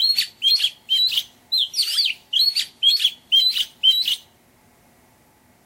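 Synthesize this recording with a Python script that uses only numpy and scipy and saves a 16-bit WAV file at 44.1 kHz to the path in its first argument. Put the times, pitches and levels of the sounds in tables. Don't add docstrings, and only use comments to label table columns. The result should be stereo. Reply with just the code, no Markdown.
import sys
import numpy as np
from scipy import signal
from scipy.fft import rfft, irfft
from scipy.io import wavfile
from scipy.ndimage import uniform_filter1d, map_coordinates

SR = 44100
rng = np.random.default_rng(int(sys.argv[2]) if len(sys.argv) > 2 else 0)


def convert_level_to_amplitude(level_db):
    exponent = np.asarray(level_db, float) / 20
    return 10 ** exponent


def wrap_up_sound(samples):
    columns = np.atleast_2d(samples).T
    tamed = np.clip(columns, -1, 1)
    steps = np.round(tamed * 32767).astype(np.int16)
    wavfile.write(sys.argv[1], SR, steps)


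N = 249165

LEAP_HIGH = [
    [(.041, 4108, -44), (.067, 4187, -27), (.09, 4220, -14), (.111, 4294, -9), (.137, 4396, -10),
     (.144, 4917, -20.5)],
    [(.144, 4866, -17.5), (.149, 5608, -26.5), (.158, 6400, -33.5), (.168, 5131, -35.5), (.176, 3400, -22),
     (.184, 2720, -26), (.2, 3888, -22.5), (.209, 4418, -18.5), (.219, 5409, -38)],
]
LEAP_LOW = [
    [(0, 2450, -36.5), (.007, 3000, -15), (.027, 3170, -13.5), (.052, 3270, -7), (.066, 3280, -9),
     (.077, 3340, -20.5), (.086, 3590, -17), (.095, 4030, -24.5)],
    [(.172, 2380, -31), (.19, 2600, -31.5), (.202, 2850, -24), (.211, 3090, -20.5), (.227, 3400, -9),
     (.242, 3090, -14.5), (.254, 2800, -22.5), (.263, 2300, -26.5)],
]
STEP_HIGH = [
    [(.03, 4096, -47), (.056, 4020, -32.5), (.08, 4123, -28), (.1, 3967, -12.5), (.135, 3985, -11),
     (.165, 4015, -13), (.183, 4110, -13), (.194, 4374, -18.5)],
    [(.194, 4429, -17.5), (.207, 5250, -29.5), (.217, 4358, -18), (.226, 3040, -23), (.233, 2544, -27.5),
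     (.243, 3050, -18.5), (.254, 3790, -15), (.262, 4227, -22), (.269, 5222, -21.5)],
    [(.284, 3730, -19), (.293, 2996, -10.5), (.304, 3738, -24), (.311, 4852, -36.5)],
]
STEP_LOW = [
    [(0, 2556, -35.5), (.008, 3030, -11), (.021, 3124, -11), (.043, 3192, -9.5), (.069, 3201, -7.5),
     (.08, 3150, -15), (.094, 2935, -27)],
    [(.245, 2981, -16), (.263, 2919, -25), (.277, 3098, -16), (.286, 2823, -15.5), (.294, 3012, -19.5)],
]
STAIR_HIGH = [
    [(.057, 3450, -42.5), (.065, 4014, -9.5), (.077, 3977, -12.5), (.088, 4330, -8.5), (.104, 4290, -9.5),
     (.132, 4353, -14), (.155, 4341, -5.5), (.178, 4378, -34.5)],
]
STAIR_LOW = [
    [(0, 2730, -35.5), (.009, 3130, -12.5), (.022, 2745, -24.5), (.038, 3341, -6), (.05, 3096, -16.5),
     (.058, 3434, -15.5)],
]
FLICK_HIGH = [
    [(0, 4150, -26), (.012, 4480, -15.5), (.025, 4600, -8), (.037, 4630, -9), (.046, 3300, -17),
     (.058, 2080, -24.5), (.069, 1710, -33)],
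]
FLICK_LOW = [
    [(0, 2100, -38), (.012, 2600, -28), (.025, 2760, -27), (.038, 2800, -30)],
    [(.051, 4550, -27), (.061, 3950, -22), (.076, 2800, -26)],
]
BUZZ_HIGH = [
    [(0, 3800, -25), (.007, 3970, -15.5), (.03, 4150, -6.5), (.05, 4070, -11.5), (.07, 3750, -13),
     (.11, 3200, -12.5), (.13, 2990, -23)],
    [(.217, 5740, -14), (.235, 5650, -18.5), (.252, 5100, -14.5), (.27, 4650, -7.5), (.295, 4380, -9),
     (.308, 3320, -17), (.32, 2800, -19)],
    [(.346, 4410, -20), (.37, 4650, -14), (.405, 5200, -19), (.425, 5370, -19), (.445, 5190, -26),
     (.468, 4680, -6.5), (.5, 4380, -12.5), (.525, 4030, -15.5), (.538, 3210, -16.5)],
    [(.538, 3210, -6), (.552, 2870, -24), (.565, 2430, -20), (.572, 2750, -25.5), (.578, 2210, -16),
     (.587, 2940, -17), (.596, 2920, -29)],
]
BUZZ_LOW = [
    [(.235, 4387, -28), (.248, 4420, -31), (.27, 4306, -20.5), (.3, 4300, -18)],
    [(.325, 2682, -35.5), (.345, 2750, -31.5), (.36, 2865, -27), (.4, 2892, -27.5), (.43, 3200, -19),
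     (.45, 3340, -16.5), (.47, 3473, -22), (.5, 3355, -28.5)],
]

# after_start_s, level_db
LEAP_EFFORT = [(-.02, -73.5), (0.068, -49), (0.128, -69.5), (0.144, -48.5), (.238, -46), (.35, -83)]
STEP_EFFORT = [(-.025, -78), (.03, -55.5), (.09, -49.5), (.148, -70.5), (.208, -51), (.24, -50),
               (.31, -46.5), (.36, -66), (.41, -73)]
STAIR_EFFORT = [(-.03, -81), (.002, -68), (0.042, -51.5), (.17, -60.5)]
FLICK_EFFORT = [(-.02, -58.5), (0.019, -46.5), (.052, -39), (0.072, -46), (0.179, -80)]
BUZZ_EFFORT = [(-.02, -85), (.06, -53), (0.072, -57), (0.166, -70), (0.205, -65), (.244, -57.5),
               (.274, -48.5), (0.414, -44), (.68, -71)]

# start_s, pitch_ratio, high_side_db, low_side_db, fastest_swell_db_per_ms
LEAPS = [
    (.419, .99, 1.8, -1.5, .8),
    (2.823, 1.005, 0.7, 1.3, 2.4),
]
STEPS = [
    (.888, 0.99, 1, -1.5, 0.84),
    (3.319, 1.001, 0.5, 0.1, 2.3),
    (3.832, .984, -0.5, 0.1, 2.8),
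]
STAIRS = [
    (-.046, .986, 0.0947, 0.068, 3),
    (2.328, 1.001, 0.1, 0.1, 3),
]
FLICKS = [
    (.161, .983, -0.83, 0.084, 1.3),
    (2.553, 1.001, -1, 0.1, 2.5),
]
BUZZES = [
    (1.52, 1.001, -0.88, 0.1, 3.5),
]

SONG = [
    (LEAPS, LEAP_HIGH, LEAP_LOW, LEAP_EFFORT),
    (STEPS, STEP_HIGH, STEP_LOW, STEP_EFFORT),
    (STAIRS, STAIR_HIGH, STAIR_LOW, STAIR_EFFORT),
    (FLICKS, FLICK_HIGH, FLICK_LOW, FLICK_EFFORT),
    (BUZZES, BUZZ_HIGH, BUZZ_LOW, BUZZ_EFFORT)]


def coloured(points, channels):
    hz, db = np.transpose(points)
    gain = convert_level_to_amplitude(np.interp(np.log(np.fft.rfftfreq(N, 1 / SR) + 1), np.log(hz), db))
    x = irfft(rfft(rng.standard_normal((channels, N))) * gain, N)
    return x / np.sqrt(np.mean(x ** 2))


def walk(rate_hz):
    hold = int(SR / rate_hz)
    steps = np.repeat(rng.standard_normal(N // hold + 1), hold)
    return 1.3 * uniform_filter1d(uniform_filter1d(steps, hold), hold)[:N]


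def effort_db(die_away_s=.06):
    points = sorted((row[0] + s, db) for rows, *_, effort in SONG for row in rows for s, db in effort)
    s, db = np.transpose(points)
    return np.interp(np.arange(N) / SR, np.append(s, s[-1] + die_away_s), np.append(db, -110))


def strain(full_db=-46):
    return np.minimum(convert_level_to_amplitude(effort_db() - full_db), 1) ** 2


def sung_notes(which, swell_from_db=-39, swell_lead_s=.004):
    sung = []
    for rows, *sides, _ in SONG:
        for start, ratio, *levels, swell in rows:
            for note in sides[which]:
                sung.append([(start + s, ratio * hz,
                              min(db + levels[which], swell_from_db + swell * 1e3 * (s + swell_lead_s)))
                             for s, hz, db in note])
    return sung


def membrane(notes, throbs):
    edge_s, round_s = .004, .004
    waver_hz, rough_hz, flutter_db = 9, 50, .6
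    rough_swing, glide_swing, fast_glide_hz_per_s = .35, .55, 9e4
    t = np.arange(N) / SR
    notes = sorted(notes)
    s, hz, db = np.concatenate(notes).T
    s, rough = np.maximum.accumulate(s), strain()

    pitch = uniform_filter1d(np.interp(t, s, hz), int(round_s * SR))
    hurry = np.minimum(np.abs(np.gradient(pitch)) * SR / fast_glide_hz_per_s, 1)
    pitch += waver_hz * walk(150) + rough_hz * rough * walk(500)

    gate = sum(np.clip(np.minimum(t - n[0][0], n[-1][0] - t) / edge_s + .5, 0, 1) for n in notes)
    level_db = uniform_filter1d(np.interp(t, s, db), int(edge_s * SR)) + flutter_db * walk(90)
    size = np.sin(np.pi / 2 * np.minimum(gate, 1)) ** 2 * convert_level_to_amplitude(level_db)
    size *= np.abs(1 + np.maximum(rough_swing * rough, glide_swing * hurry) * walk(300))

    for start, end, rate_hz, swing_hz, depth in throbs:
        fade = np.clip(np.minimum(t - start, end - t) / 0.0067, 0, 1)
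        beat = fade * np.sin(2 * np.pi * rate_hz * (t - start) + walk(70))
        pitch = pitch + swing_hz * beat
        size = size * (1 - depth * beat)
    return np.sqrt(2) * size, 2 * np.pi * np.cumsum(pitch) / SR


def bird():
    # start_s, end_s, rate_hz, pitch_swing_hz, level_swing (0-1)
    throbs = [
        (1.572, 1.652, 115, 110, .3),
    ]
    overtones = [(2, -33, -30), (3, -36.5, -42), (4, -52.5, -57)]
    # multiple of high pitch, multiple of low pitch, level_db
    mixed_tones = [(1, 1, -9), (2, -1, -17.5), (-1, 2, -15.5), (2, 1, -25), (1, 2, -24), (2, 2, -25)]
    growth, broken_db = .6, 4
    high, high_phase = membrane(sung_notes(0), throbs)
    low, low_phase = membrane(sung_notes(1), [])
    song = high * np.sin(high_phase) + low * np.sin(low_phase)
    push_db = 5 * strain()

    for k, high_db, low_db in overtones:
        audible = k * np.gradient(high_phase) < 2.6
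        high_gain = convert_level_to_amplitude(high_db + push_db + broken_db * walk(60))
        low_gain = convert_level_to_amplitude(low_db + push_db + broken_db * walk(60))
        song += high_gain * high ** growth * np.sin(k * high_phase) * audible
        song += low_gain * low ** growth * np.sin(k * low_phase)

    weaker = high * low / np.sqrt(high ** 2 + low ** 2 + 1e-12)
    for m, n, db in mixed_tones:
        gain = convert_level_to_amplitude(db + push_db / 2 + broken_db * walk(80))
        song += weaker * gain * np.sin(m * high_phase + n * low_phase)
    return song


def rasp(lift_db=11, grit_db=2, scatter=2.76, patchy_db=3, count=20):
    # pitch_hz, level_db (per Hz)
    breath_colour = [(250, -13), (1200, -16.5), (2000, -6), (3500, 5.5), (5500, -3), (7000, -4),
                     (9000, -4.5), (12000, -10), (15800, -3.5)]
    effort = convert_level_to_amplitude(effort_db() + lift_db)
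    air = rfft(coloured(breath_colour, channels=3))
    band = (np.sqrt(np.linspace(0, 1, N // 2 + 1)) * count).astype(int)
    patches = sum(convert_level_to_amplitude(patchy_db * walk(45)) * irfft(air * (band == k), N) for k in range(count))
    direct, left, right = patches
    return effort * convert_level_to_amplitude(grit_db * walk(250)) * direct, scatter * effort * np.array([left, right])


def surroundings(start_s=0.012):
    # delay_s, left_db, right_db
    near_echoes = [(.0035, -19, -17), (.0055, -16, -21), (.0112, -18, -15), (.017, -16, -19),
                   (.0235, -20, -18)]
    t = np.arange(SR) / SR
    scatter = rng.standard_normal((2, 2, SR)) * np.clip(t / start_s - .5, 0, 1)
    h = 0
    for grains, decay_s, db in zip(scatter, (.28, 1.0), (-15, -36)):
        tail = grains * np.exp(-np.log(1000) * t / decay_s)
        h = h + convert_level_to_amplitude(db) * tail / np.sqrt(np.sum(tail ** 2, axis=1, keepdims=True))
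    for delay_s, left_db, right_db in near_echoes:
        h[:, int(delay_s * SR)] += convert_level_to_amplitude(np.array([left_db, right_db]))
    return h


def garden(bass_hz=520, alike_share=.87, hum_waver_hz=4, level_db=-57, flicker_db=.6):
    # pitch_hz, level_db (per Hz)
    garden_colour = [(18, -46), (30, -14.5), (100, -2.5), (215, -6), (245, 1.5), (280, -10), (384, -5),
                     (415, -11), (721, -7.5), (1350, -15.5), (1590, -15), (2120, -13.5), (3220, -22),
                     (9970, -21.5), (16000, -23.5)]
    # pitch_hz, level_db
    hum_lines = [(247.6, -76.5), (710.6, -71), (855.9, -69.5), (904.4, -72), (1949, -74.5), (2153, -75.5),
                 (5852, -91), (7806, -90.5), (9803, -86), (11768, -77)]
    mid, other = coloured(garden_colour, channels=2)
    hz = np.fft.rfftfreq(N, 1 / SR)
    alike = alike_share / (1 + (hz / bass_hz) ** 4)
    shared = rfft(mid) * np.sqrt(1 + alike)
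    differing = rfft(other) * np.sqrt(1 - alike)
    bed = irfft(np.array([shared + differing, shared - differing]), N)
    bed = bed * convert_level_to_amplitude(level_db + flicker_db * walk(4))
    hum = [[convert_level_to_amplitude(db) * np.sin(2 * np.pi * np.cumsum(f + hum_waver_hz * walk(27)) / SR)
            for f, db in hum_lines] for _ in bed]
    return bed + 2 * np.sum(hum, axis=1)


def drop_weak_bands(x, size=2048, count=44):
    # start_s, end_s
    bass_lost = [
        (.2, .245),
        (1.8, 2.03),
        (2.575, 2.61),
        (2.93, 3.05),
    ]
    # start_s, end_s, ceiling_hz
    ceilings = [
        (0, 6, 15900),
        (.1, .4, 14200),
        (.53, .72, 13000),
        (1.64, 2.05, 14600),
        (2.3, 3.05, 13500),
        (3.16, 3.3, 14500),
    ]
    bass_top_hz, loud_db, weak_db = 1200, -32, -30
    hz, t, z = signal.stft(x, SR, nperseg=size, noverlap=size * 3 // 4)
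    band = (count * np.log1p(hz / 900) / np.log1p(SR / 1800)).astype(int)
    band = np.minimum(band, count - 1)
    power = np.array([np.sum(np.abs(z[:, band == k]) ** 2, axis=(0, 1)) for k in range(count)])
    level_db = 10 * np.log10(power + 1e-18)
    loudest_db = level_db.max(0)

    frame = (np.arange(len(t)) + rng.integers(0, 6, (count, 1))) // 6
    luck = np.take_along_axis(rng.random((count, len(t))), frame, axis=1)
    above = np.arange(count)[:, None] - level_db.argmax(0)
    share = np.where((above > 2) & (above < 6), .75, .25)
    lost = (luck < share) & (loudest_db > loud_db) & (level_db < loudest_db + weak_db)
    lost = lost[band]

    for start, end in bass_lost:
        during = (t > start - .012) & (t < end + .012)
        lost |= np.outer(hz < bass_top_hz, during) & (luck < .93)[band]
    for start, end, top_hz in ceilings:
        lost |= np.outer(hz > top_hz, (t >= start) & (t < end))
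    return signal.istft(z * ~lost, SR, nperseg=size, noverlap=size * 3 // 4)[1][:, :N]


def scene():
    # start_s, left_minus_right_db
    head_turns = [(0.0, 1), (0.28, 1.5), (0.34, 4.5), (0.69, 2), (0.79, 5.5), (1.22, -1), (2.39, 4.5),
                  (2.56, -1.5), (3.47, -2.5), (3.7, 5), (4.01, -2), (4.2, 9)]
    beak_hz, right_lag_s, song_db = 1250, 7.7e-5, -2
    air, scattered = rasp()
    beak = signal.butter(4, beak_hz, "high", fs=SR, output="sos")
    song = signal.sosfilt(beak, bird()) + air
    s, pan_db = np.transpose(head_turns)
    turn = convert_level_to_amplitude(np.interp(np.arange(N) / SR, s, pan_db) / 2)
    late = map_coordinates(song, [np.arange(N) - right_lag_s * SR], mode="mirror")
    ports = np.array([song, late])
    echoes = signal.fftconvolve(ports, surroundings(), axes=1)[:, :N]
    return convert_level_to_amplitude(song_db) * (ports * np.array([turn, 1 / turn]) + echoes + scattered) + garden()


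def band_limit(x):
    return signal.sosfilt(signal.butter(12, 16150, fs=SR, output="sos"), x)


def record(dry):
    mix = drop_weak_bands(dry)
    return band_limit(mix)


dry = scene()
out = record(dry)
wrap_up_sound(out)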